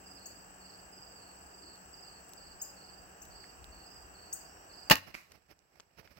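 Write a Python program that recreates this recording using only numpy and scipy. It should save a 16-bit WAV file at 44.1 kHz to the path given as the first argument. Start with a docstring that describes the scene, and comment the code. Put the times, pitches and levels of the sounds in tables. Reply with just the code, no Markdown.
"""In a wood, crickets chirp, a meadow insect trills, a small bird chips and a far engine hums; a crossbow is fired.
The latch snap, the string slam and the bolt's knock a quarter second later are noise bursts and struck resonances.
Animal and engine notes are sines of varying pitch; the insect chorus, trill rasp, air, cloth and hand are shaped noise.
Ticks are brief band-passed bursts, and trunks and leaves add scatter and echoes.
The shot drives the recorder's gain down, so the wood and the rustle of handling are faint afterwards."""
import sys
import numpy as np
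from scipy import signal
from scipy.fft import rfft, irfft
from scipy.io import wavfile
from scipy.ndimage import uniform_filter1d

SR = 44100
rng = np.random.default_rng(int(sys.argv[2]) if len(sys.argv) > 2 else 0)


def generate_wav(sig):
    """Save sig (samples, or channels by samples) to the path in sys.argv[1] as 16-bit PCM at SR."""
    pcm = np.round(np.clip(np.atleast_2d(sig).T, -1, 1) * 32767).astype(np.int16)
    wavfile.write(sys.argv[1], SR, pcm)


N = 272964
TIME = np.arange(N) / SR   # seconds
BINS_HZ = np.maximum(np.arange(N // 2 + 1) * SR / N, 1)

# All noise spectra are relative, and every balance is left over right.
# Blows inside the bow. Each row: start in seconds, relative level in dB, rise in seconds,
# 60 dB decay time in seconds, share of bright crack from 0 to 1.
BLOWS = [(4.8988, -2, .001, 0.036, 0.88), (4.901, -1.5, .0008, 0.028, 1), (4.905, -2.5, .003, 0.053, .3),
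         (4.9091, 10.5, .002, .07, .15), (4.9106, 9.5, .001, 0.082, .4), (4.9552, -0.5, .0005, .01, 1),
         (4.965, -19.5, 0.0036, 0.14, 0.7)]
# Spectrum of latch and string. Each row: frequency in Hz, density in dB per Hz.
CRACK_SPECTRUM = [(180, -50.5), (300, -20), (737, -29), (1060, -0.5), (1840, -5.5), (2570, 1.5),
                  (3400, -19), (3830, -6.5), (7570, -11.5), (9550, -20.5), (10200, -15), (13100, -11),
                  (16000, -15)]
# Spectrum of limbs and stock. Each row: frequency in Hz, density in dB per Hz.
SLAM_SPECTRUM = [(24, -33), (40, -8), (99, -1.5), (171, -5.5), (615, -5), (1150, -1), (1440, -14),
                 (1810, 0), (2260, -9.5), (2840, 1.5), (3140, -11.5), (5050, -8), (8340, -32), (14100, -17),
                 (16000, -15)]
# Resonances of limbs, stock and string. Each row: frequency in Hz, relative level in dB, 60 dB decay time in seconds.
BOW_MODES = [(66, -28, 0.15), (96, -35, 0.52), (279, -16.5, 0.12), (313, -17, 0.098), (548, -12.5, 0.059),
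             (639, -6, .06), (877, -6, 0.079), (1081, -12.5, 0.12), (1222, -11.5, .1), (1478, -23.5, .22),
             (1620, -19, 0.12), (1786, -15.5, .11), (1880, -19.5, 0.17), (2280, -14.5, 0.071),
             (2516, -15, 0.089), (2590, -8.5, 0.065), (2730, -15, 0.057), (4400, -16.5, 0.098),
             (4980, -14.5, .1), (5500, -20.5, 0.086)]
# Stereo balance of the bow. Each row: frequency in Hz, balance in dB.
BOW_PAN = [(60, 2.5), (400, 2), (1300, 2), (2400, -5), (4400, -0.5), (8000, 5.5), (11000, 6.5),
           (14000, 12.5)]
# Echoes of the shot from near trunks. Each row: delay in seconds, level in dB.
TRUNK_ECHOES = [(.041, -29), (.052, -25.5), (.066, -36)]
# The bolt strikes and rebounds. Each row: time in seconds, relative level in dB.
BOLT_HITS = [(5.1420, -14), (5.1438, -18), (5.1452, -6.5), (5.1503, -5)]
# Resonances of the bolt's knock. Each row: frequency in Hz, relative level in dB, 60 dB decay time in seconds.
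BOLT_MODES = [(338, -25.5, 0.051), (740, -25, 0.0072), (1290, -22.5, 0.0078), (2130, -8.5, 0.0081),
              (2370, -8, .012), (2690, -38, 0.0087), (4760, -16, 0.0089)]
# Clear clicks of gear and twigs. Each row: start in seconds, level in dB, centre in Hz,
# ratio of band edge to centre (1.2 at least is used), 60 dB decay time in seconds, balance in dB.
TICKS = [(1.758, -49, 6000, 2, 0.0058, -5), (2.292, -42.5, 12000, 3.2, .0066, -7),
         (2.335, -33.5, 6000, 2.8, 0.0019, -9), (3.252, -48, 8000, 2.2, 0.016, -9),
         (3.441, -48, 1850, 1.13, .019, -6), (3.6431, -30, 4500, 2.4, 0.0014, -20),
         (5.3191, -26, 3200, 2.8, .014, 3), (5.591, -32.5, 5950, 1.57, 0.0046, -17),
         (5.799, -17, 2620, 2, 0.0037, 17), (5.8037, -19.5, 1960, 3, .0041, -5),
         (6.029, -37, 790, 1.9, .027, -9), (6.075, -30, 2010, 1.9, 0.013, 2)]
# Strokes of the sleeve over the stock. Each row: peak time in seconds, length in seconds, level in dB.
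SLEEVE_STROKES = [(5.083, 0.027, -31), (5.105, 0.023, -34), (5.345, 0.13, -42.5), (5.514, 0.046, -37),
                  (5.78, .13, -46.5), (5.996, .042, -33), (6.059, .058, -40), (6.124, 0.052, -39.5),
                  (6.178, 0.038, -38.5)]
# Spectrum of cloth. Each row: frequency in Hz, density in dB per Hz.
CLOTH_SPECTRUM = [(25, -21), (60, -1), (130, -7), (300, -11.5), (600, -9), (1000, -15.5), (2500, -14),
                  (3600, -26.5), (5300, -16.5), (7700, -40.5), (12500, -27), (16000, -31)]
# Stereo balance of cloth. Each row: frequency in Hz, balance in dB.
CLOTH_PAN = [(100, -7.5), (1000, -11), (3000, -23), (12000, -5)]
# The hand shifts its grip on the recorder. Each row: peak time in seconds, level in dB.
NUDGES = [(2.5, -62.5), (3.03, -62), (3.33, -58.5), (3.67, -55), (4.04, -57.5)]
# Spectrum of the hand's rumble. Each row: frequency in Hz, density in dB per Hz.
HAND_SPECTRUM = [(20, -15), (45, -1.5), (65, 3), (100, -11.5), (160, -23.5), (400, -59)]
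# Stereo balance of the hand's rumble. Each row: frequency in Hz, balance in dB.
HAND_PAN = [(30, 2), (200, 2.4)]
# Cricket voices by name. Each row: pitch in Hz, sag in a stroke in Hz, stroke period in seconds,
# stroke length in seconds, strokes a chirp (rounded to a whole number), balance in dB.
CRICKETS = {"high": (4999.5, 379.5, .046, .032, 3, -6.5), "middle": (4799.5, 120, .046, .026, 4, -10),
            "low": (4600, 400, .038, .042, 3.5, -5)}
# Each cricket's chirps by name. Each row: start in seconds, level in dB.
CHIRPS = {"high": [(.055, -52), (.92, -52), (1.925, -54), (2.59, -51.5), (3.855, -53), (4.72, -57)],
          "middle": [(.255, -55), (.645, -53.5), (1.015, -53), (1.36, -60), (1.53, -53.5), (1.93, -50.5),
          (2.367, -52.5), (2.835, -54), (3.35, -53), (3.87, -55.5), (4.31, -54.5), (4.73, -51.5)],
          "low": [(.162, -56.5), (.6, -57.5), (1.168, -58), (1.61, -55), (2.035, -57.5), (2.385, -58.5),
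          (2.757, -56.5), (3.3, -57), (3.71, -57), (4.135, -56.5), (4.688, -56.5)]}
# Chips of the bird. Each row: start in seconds, start pitch in Hz, end pitch in Hz, level in dB.
CHIPS = [(0.257, 5500, 7860, -39.5), (2.615, 5900, 7800, -31.5), (3.217, 5200, 7700, -44.5),
         (4.327, 5800, 8300, -29.5)]
# Spectrum of the trill's rasp. Each row: frequency in Hz, density in dB per Hz.
TRILL_SPECTRUM = [(5500, -48.5), (6900, -21.5), (7500, -2), (7820, -0.5), (7900, 1), (7980, -1.5),
                  (8150, -5), (8350, -49.5), (13500, -39.5), (14800, -19.5), (15700, -14), (16300, -25.5)]
# Stereo balance of the rasp. Each row: frequency in Hz, balance in dB.
TRILL_PAN = [(7000, 21), (16000, 9)]
# Slow course of the trill. Each row: time in seconds, relative level in dB.
TRILL_LEVEL = [(0, 0.64), (2.4, 1), (3.1, -1.4), (4.9, -1.5)]
# Spectrum of far rumble and leaves. Each row: frequency in Hz, density in dB per Hz.
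AIR_SPECTRUM = [(15, -40.5), (25, -17), (55, -9.5), (152, -7.5), (188, -7.5), (218, -13), (379, -8),
                (592, -7.5), (732, -2.5), (1030, -9), (1670, -8), (2250, -19.5), (2790, -11.5),
                (3450, -32.5), (4000, -30), (5200, -49), (8800, -120)]
# Stereo balance of the wood. Each row: frequency in Hz, balance in dB.
WOOD_PAN = [(60, -6), (92, 1), (140, -4.5), (210, 1.0), (330, 0), (500, -4), (770, -3.0), (1170, -5),
            (1790, 5), (2740, -12.5), (4190, 5.5), (6410, 6.5), (9810, 6.0), (15000, 4.0)]
# Course of the far engine's roar. Each row: time in seconds, relative level in dB.
ROAR_LEVEL = [(0.1, -63), (1.35, -70), (1.68, -61), (1.87, -69), (4.63, -67), (4.7, -68)]
# Spectrum of the roar. Each row: frequency in Hz, density in dB per Hz.
ROAR_SPECTRUM = [(120, -30.5), (200, -6.5), (290, 2.5), (420, -1), (700, -37.0)]
# Stereo balance of the roar. Each row: frequency in Hz, balance in dB.
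ROAR_PAN = [(200, 0.82), (400, 2)]
# Spectrum of the far insects. Each row: frequency in Hz, density in dB per Hz.
CHORUS_SPECTRUM = [(3500, -32), (4050, -18.5), (4300, -3.5), (4750, 6), (5200, 0), (6000, 3.5),
                   (6700, -10.5), (8000, 9), (8600, -30.5), (9700, -33.5), (10500, -12), (12600, -10),
                   (14000, -7), (16000, -3)]
# Stereo balance of the far insects. Each row: frequency in Hz, balance in dB.
CHORUS_PAN = [(4000, -2), (5400, -9), (6600, 2.5), (8000, -8), (9000, -9), (12600, -4), (14000, 5.5)]
# Coherence of the two ports. Each row: frequency in Hz, likeness from 0 to 1.
LIKENESS = [(60, 0.71), (200, 0.97), (500, 1), (1200, .25), (3000, 0.41), (8000, 0.1), (15000, .2)]

PORT_LAG_S, CUTOFF_HZ = .00032, 15900
# fainter ticks come at random
FAINT_TICKS_PER_S, FAINT_TICK_DB, FAINT_TICK_HZ, FAINT_TICK_T60_S, FAINT_TICK_PAN_DB = .7, -61, 9000, .009, -4
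# part of a stroke spent swelling; its two ends lie this far under the peak
STROKE_SWELL_SHARE, STROKE_EDGE_DB = 0.57, 11
NUDGE_S, GRIP_DB, GRIP_WANDER_DB = 0.25, -68, 0.5   # length of a shift; rumble of the hand at rest
CHIP_FADE_DB = 5   # each chip fades as it climbs
# the far engine's note: settled level, how much louder it starts, time constant of receding
ENGINE_DB, ENGINE_EARLY_DB, ENGINE_RECEDE_S = -70, 8, 1.1


def crossbow(ring_db, crack_db, slam_db):
    """Impact excitation: each blow is a burst of dense noise, and the heaviest sets limbs and stock ringing."""
    crack_power, slam_power, strikes = 0, 0, []
    for s, db, rise, t60, bright in BLOWS:
        power = (from_db(db) * burst(s, rise, t60)) ** 2
        bright = np.clip(bright, 0, .99)
        crack_power = crack_power + bright * power
        slam_power = slam_power + (1 - bright) * power
        strikes.append((s + rise, db + 10 * np.log10(1 - bright)))
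    out = from_db(crack_db) * np.sqrt(crack_power) * noise(CRACK_SPECTRUM, BOW_PAN)
    out += from_db(slam_db) * np.sqrt(slam_power) * noise(SLAM_SPECTRUM, BOW_PAN)
    heaviest_s, heaviest_db = max(strikes, key=lambda strike: strike[1])
    for hz, db, t60 in BOW_MODES:
        # the shock reaches each part of the bow at a slightly different moment
        arrival_s = heaviest_s + rng.uniform(-0.0033, 0.0011)
        force = clicks([(arrival_s, heaviest_db + db + ring_db)]) * rng.choice([-1, 1])
        out += ports(ring(force, hz, t60), at_hz(BOW_PAN, hz), lag_s=rng.uniform(0, PORT_LAG_S))
    echo_band = signal.butter(1, [900, 4000], "band", fs=SR, output="sos")
    reflected = signal.sosfilt(echo_band, out)
    echoes = sum(from_db(db) * np.array([late(side, delay) for side in reflected])
                 for delay, db in TRUNK_ECHOES)
    return out + echoes


def bolt(splinter_db, pan_db):
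    """Modal response to impact: repeated hits excite damped woody modes, with a little splintering noise."""
    force = clicks(BOLT_HITS)
    knock = sum(from_db(db) * ring(force, hz, t60) for hz, db, t60 in BOLT_MODES)
    splinter_envelope = burst(BOLT_HITS[0][0], 0.00032, 0.35)
    splinter = from_db(splinter_db) * splinter_envelope * noise(CRACK_SPECTRUM, BOW_PAN)
    return ports(knock, pan_db) + splinter


def ticks(lag_s):
    """Transient in a heavily damped resonance: each click is a very short burst of band-passed noise."""
    out = np.zeros((2, N))
    faint = [(s, FAINT_TICK_DB, FAINT_TICK_HZ, 2, FAINT_TICK_T60_S, FAINT_TICK_PAN_DB)
             for s in TIME[rng.random(N) < FAINT_TICKS_PER_S / SR]]
    white = rng.standard_normal(N)
    for s, db, hz, width, t60, pan_db in TICKS + faint:
        width = max(width, 1.2)
        band = signal.butter(2, [hz / width, min(hz * width, .45 * SR)], "band", fs=SR, output="sos")
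        grain = rms_one(signal.sosfilt(band, white))
        out += ports(from_db(db) * grain * burst(s, .0001, t60), pan_db, lag_s)
    return out


def sleeve(grain_db, drag_db):
    """Stick-slip friction: cloth catches and slips as the bow is lowered, and drags lightly between strokes."""
    strokes = sum(from_db(db) * swell(s, length, STROKE_SWELL_SHARE, STROKE_EDGE_DB)
                  for s, length, db in SLEEVE_STROKES)
    drag = from_db(drag_db) * (TIME > SLEEVE_STROKES[0][0])
    return np.hypot(strokes, drag) * flutter(220, grain_db) * noise(CLOTH_SPECTRUM, CLOTH_PAN)


def hand():
    """Contact noise: the grip on the recorder gives a low rumble, with a soft bump at each shift."""
    nudges = sum(from_db(db) * swell(s, NUDGE_S, rise_share=0.48, edge_db=15) for s, db in NUDGES)
    resting = from_db(GRIP_DB) * flutter(4.5, GRIP_WANDER_DB)
    return np.hypot(nudges, resting) * noise(HAND_SPECTRUM, HAND_PAN)


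def cricket(chirps, top_hz, fall_hz, period, stroke_s, strokes, pan_db):
    """Stridulation: file draws over scraper, a note that sags as the wing slows, uneven from tooth to tooth."""
    out = np.zeros(N)
    along = np.linspace(0, 1, int(stroke_s * SR))
    teeth = flutter(700, 0.18)
    for s, db in chirps:
        for k in range(round(strokes)):
            at = int((s + k * period) * SR)
            span = slice(at, at + len(along))
            hz = (top_hz - fall_hz * along ** 2.6) * (1 + rng.normal(0, 0.004)) * teeth[span]
            out[span] += from_db(db) * np.sin(np.pi * along) * tone(hz)
    return ports(out, pan_db, lag_s=0.00027)


def bird(length_s, octave_db, pan_db):
    """Frequency modulation: a chip is one abrupt upward whistle with its octave, its pitch roughened at random."""
    out = np.zeros(N)
    along = np.linspace(0, 1, int(length_s * SR))
    abrupt = np.abs(np.sin(np.pi * along)) ** .4   # starts and stops almost at once
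    envelope = abrupt * from_db(-CHIP_FADE_DB * along)
    climb = np.tanh(2 * along) / np.tanh(2)
    rasp = flutter(2200, .3)
    for s, start_hz, end_hz, db in CHIPS:
        span = slice(int(s * SR), int(s * SR) + len(along))
        hz = (start_hz + (end_hz - start_hz) * climb) * rasp[span]
        out[span] += from_db(db) * envelope * (tone(hz) + from_db(octave_db) * tone(2 * hz))
    return ports(out, pan_db, lag_s=.00004)


def far_whistle(start_s, length_s, start_hz, rise_hz, db, waver):
    """Frequency glide: a thin wavering note from deep in the wood rises and levels off."""
    along = np.clip((TIME - start_s) / length_s, 0, 1)
    hz = (start_hz + rise_hz * np.sin(np.pi / 2 * along)) * flutter(520, waver)
    envelope = from_db(db) * np.sqrt(along * (1 - along))   # peaks at half the gain
    return ports(envelope * tone(hz), -5.0, lag_s=.00018)


def trill(db, depth, closing_db, note_hz, note_db, snap_db):
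    """Amplitude modulation: opening and closing wings beat a rasp and a note; each closing brightens it."""
    beats_per_s = 25.7
    phase = 2 * np.pi * np.cumsum(beats_per_s * flutter(1.5, .1)) / SR
    beat = (1 + depth * np.cos(2 * phase)) * from_db(closing_db * np.cos(phase))
    closing = from_db(snap_db * np.cos(phase / 2) ** 24)   # a narrow peak once a beat
    note = from_db(note_db) * flutter(25, 3) * tone(note_hz * flutter(90, .018))
    rasp = noise(TRILL_SPECTRUM, TRILL_PAN)
    overtone = irfft(rfft(rasp) * (BINS_HZ > 11000), N)
    body = rasp - overtone + ports(note, 14)
    wings = rms_one(beat) * body + rms_one(closing) * overtone
    return from_db(db) * level(TRILL_LEVEL) * wings


def engine(roar_db, hum_hz):
    """Tone and noise: a far engine's wavering note starts louder and recedes, with a rough roar just above it."""
    hum_level = from_db(ENGINE_DB + ENGINE_EARLY_DB * np.exp(-TIME / ENGINE_RECEDE_S))
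    hum = hum_level * flutter(9.4, 2) * tone(hum_hz * flutter(9.2, 0.09))
    roar = from_db(roar_db) * level(ROAR_LEVEL) * noise(ROAR_SPECTRUM, ROAR_PAN)
    return ports(hum, 1.5) + roar


def insect_chorus(db):
    """Superposition: many far insects merge into banded noise of unsteady level."""
    return from_db(db) * flutter(7, .6) * noise(CHORUS_SPECTRUM, CHORUS_PAN)


def air(db):
    """Broadband ambience: far rumble and leaves are a nearly steady noise."""
    return from_db(db) * flutter(3, 0.3) * noise(AIR_SPECTRUM, WOOD_PAN)


def woods(x, wet_db, t60, dull_hz):
    """Diffuse scattering: trunks and leaves add a grainy, decaying and dulled tail."""
    age = TIME[:SR]
    scatter = rng.standard_normal((2, SR)) * rng.exponential(1, (2, SR))
    scatter *= np.minimum(age / 0.0068, 1) * np.exp(-np.log(1000) * age / t60)
    scatter /= np.sqrt(np.sum(scatter ** 2, axis=1)[:, None])
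    scatter = signal.sosfilt(signal.butter(1, dull_hz, fs=SR, output="sos"), scatter)
    return x + from_db(wet_db) * signal.fftconvolve(x, scatter, axes=1)[:, :N]


def from_db(db):
    """Logarithmic level: decibels to amplitude gain."""
    return 10 ** (np.asarray(db) / 20)


def rms_one(x):
    """Normalization: scale to unit mean power."""
    return x / np.sqrt(np.mean(x ** 2) + 1e-20)


def level(rows):
    """Level envelope: decibels interpolated in time, then turned to gain."""
    return from_db(np.interp(TIME, *np.transpose(rows)))


def at_hz(points, hz):
    """Interpolation on a logarithmic frequency axis."""
    freqs, values = np.transpose(points)
    return np.interp(np.log(hz), np.log(freqs), values)


def pan(db):
    """Level difference between ears: left and right gains of constant power."""
    gains = from_db(np.array([[.5], [-.5]]) * db)
    return gains / np.sqrt(np.mean(gains ** 2, axis=0))


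def late(x, seconds):
    """Propagation delay."""
    return np.interp(TIME - seconds, TIME, x, left=0)


def ports(x, pan_db, lag_s=PORT_LAG_S):
    """Arrival-time difference: a point source reaches the right port after the left by a given lag."""
    return np.array([x, late(x, lag_s)]) * pan(pan_db)


def noise(spectrum, balance):
    """Partial coherence: coloured stereo noise of rms 1, alike in the bass and diffuse in the treble."""
    left, other = rfft(rng.standard_normal((2, N)))
    alike = np.clip(at_hz(LIKENESS, BINS_HZ), 0, 1)
    right = alike * left + np.sqrt(1 - alike ** 2) * other
    right = right * np.exp(-2j * np.pi * BINS_HZ * PORT_LAG_S)
    colour = from_db(at_hz(spectrum, BINS_HZ)) * pan(at_hz(balance, BINS_HZ))
    return rms_one(irfft(np.array([left, right]) * colour, N))


def flutter(rate, depth_db):
    """Random modulation: a gain that wanders between knots at a rate in Hz."""
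    knots = np.arange(0, N / SR + 1, 1 / rate)
    return from_db(depth_db * np.interp(TIME, knots, rng.standard_normal(N)[:len(knots)]))


def tone(hz):
    """Phase accumulation: a sine that follows a varying frequency."""
    return np.sin(2 * np.pi * np.cumsum(hz) / SR)


def burst(start, rise, t60):
    """Exponential decay: an envelope that climbs to 1 and dies away."""
    age = TIME - start
    return np.clip(age / rise, 0, 1) * np.exp(-np.log(1000) * np.clip((age - rise) / t60, 0, 4))


def swell(peak_s, length_s, rise_share, edge_db):
    """Gaussian envelope: a movement gathers speed, peaks at 1 and stops."""
    share = np.where(TIME < peak_s, rise_share, 1 - rise_share)
    away = (TIME - peak_s) / (length_s * share)
    return from_db(-np.minimum(edge_db * away ** 2, 200))


def ring(force, hz, t60):
    """Damped resonator: a unit click sets a decaying sine of initial height 1 ringing."""
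    r, w = np.exp(-np.log(1000) / (t60 * SR)), 2 * np.pi * hz / SR
    return signal.lfilter([0, np.sin(w)], [1, -2 * r * np.cos(w), r * r], force + 1e-18)


def clicks(rows):
    """Impulse train: one click for each row of seconds and dB."""
    out = np.zeros(N)
    for s, db in rows:
        out[round(s * SR)] += from_db(db)
    return out


def scene():
    """Superposition of the shot, the handling, the animals and the wood."""
    bow = crossbow(ring_db=-1.5, crack_db=-3.0, slam_db=-1.5)
    shot = woods(bow, wet_db=-28.5, t60=0.78, dull_hz=11000)
    knock = bolt(splinter_db=-31.5, pan_db=-11)
    hit = woods(knock, wet_db=-7, t60=.33, dull_hz=12000)
    handling = woods(ticks(lag_s=.00006), wet_db=-21, t60=0.44, dull_hz=6000)
    handling += sleeve(grain_db=2.4, drag_db=-55) + hand()
    crickets = sum(cricket(CHIRPS[name], *voice) for name, voice in CRICKETS.items())
    whistle = far_whistle(start_s=4.455, length_s=.21, start_hz=5400, rise_hz=180, db=-58.5, waver=.26)
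    animals = woods(crickets + whistle, wet_db=-3, t60=.35, dull_hz=12000)
    chips = bird(length_s=0.018, octave_db=-4, pan_db=3.5)
    animals += woods(chips, wet_db=-5, t60=.36, dull_hz=14000)
    animals += trill(db=-61.5, depth=.22, closing_db=1.0, note_hz=7890, note_db=-9, snap_db=7)
    wood = engine(roar_db=-2.5, hum_hz=187.7) + insect_chorus(db=-62.5) + air(db=-57)
    return shot + hit + handling + animals + wood


def gain_control(x, limit_db, ahead_s):
    """Peak-hold compression: the gain dives just ahead of a loud sound and stays down."""
    power = uniform_filter1d(np.mean(x ** 2, axis=0), int(0.008 * SR))
    excess_db = np.maximum(10 * np.log10(np.maximum(power, 1e-12)) - limit_db, 0)
    held_db = np.maximum.accumulate(excess_db)
    early_db = np.interp(TIME + ahead_s, TIME, held_db)
    return x * from_db(-uniform_filter1d(early_db, int(.003 * SR)))


def record(dry):
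    """Recording chain: bass cut, gain control, rounded peaks and a steep top cut."""
    mic = signal.sosfilt(signal.butter(2, 30, "high", fs=SR, output="sos"), dry)
    rounded = np.tanh(gain_control(mic, limit_db=-10.0, ahead_s=.007))
    return signal.sosfilt(signal.ellip(12, .2, 90, CUTOFF_HZ, fs=SR, output="sos"), rounded)


dry = scene()
out = record(dry)
generate_wav(out)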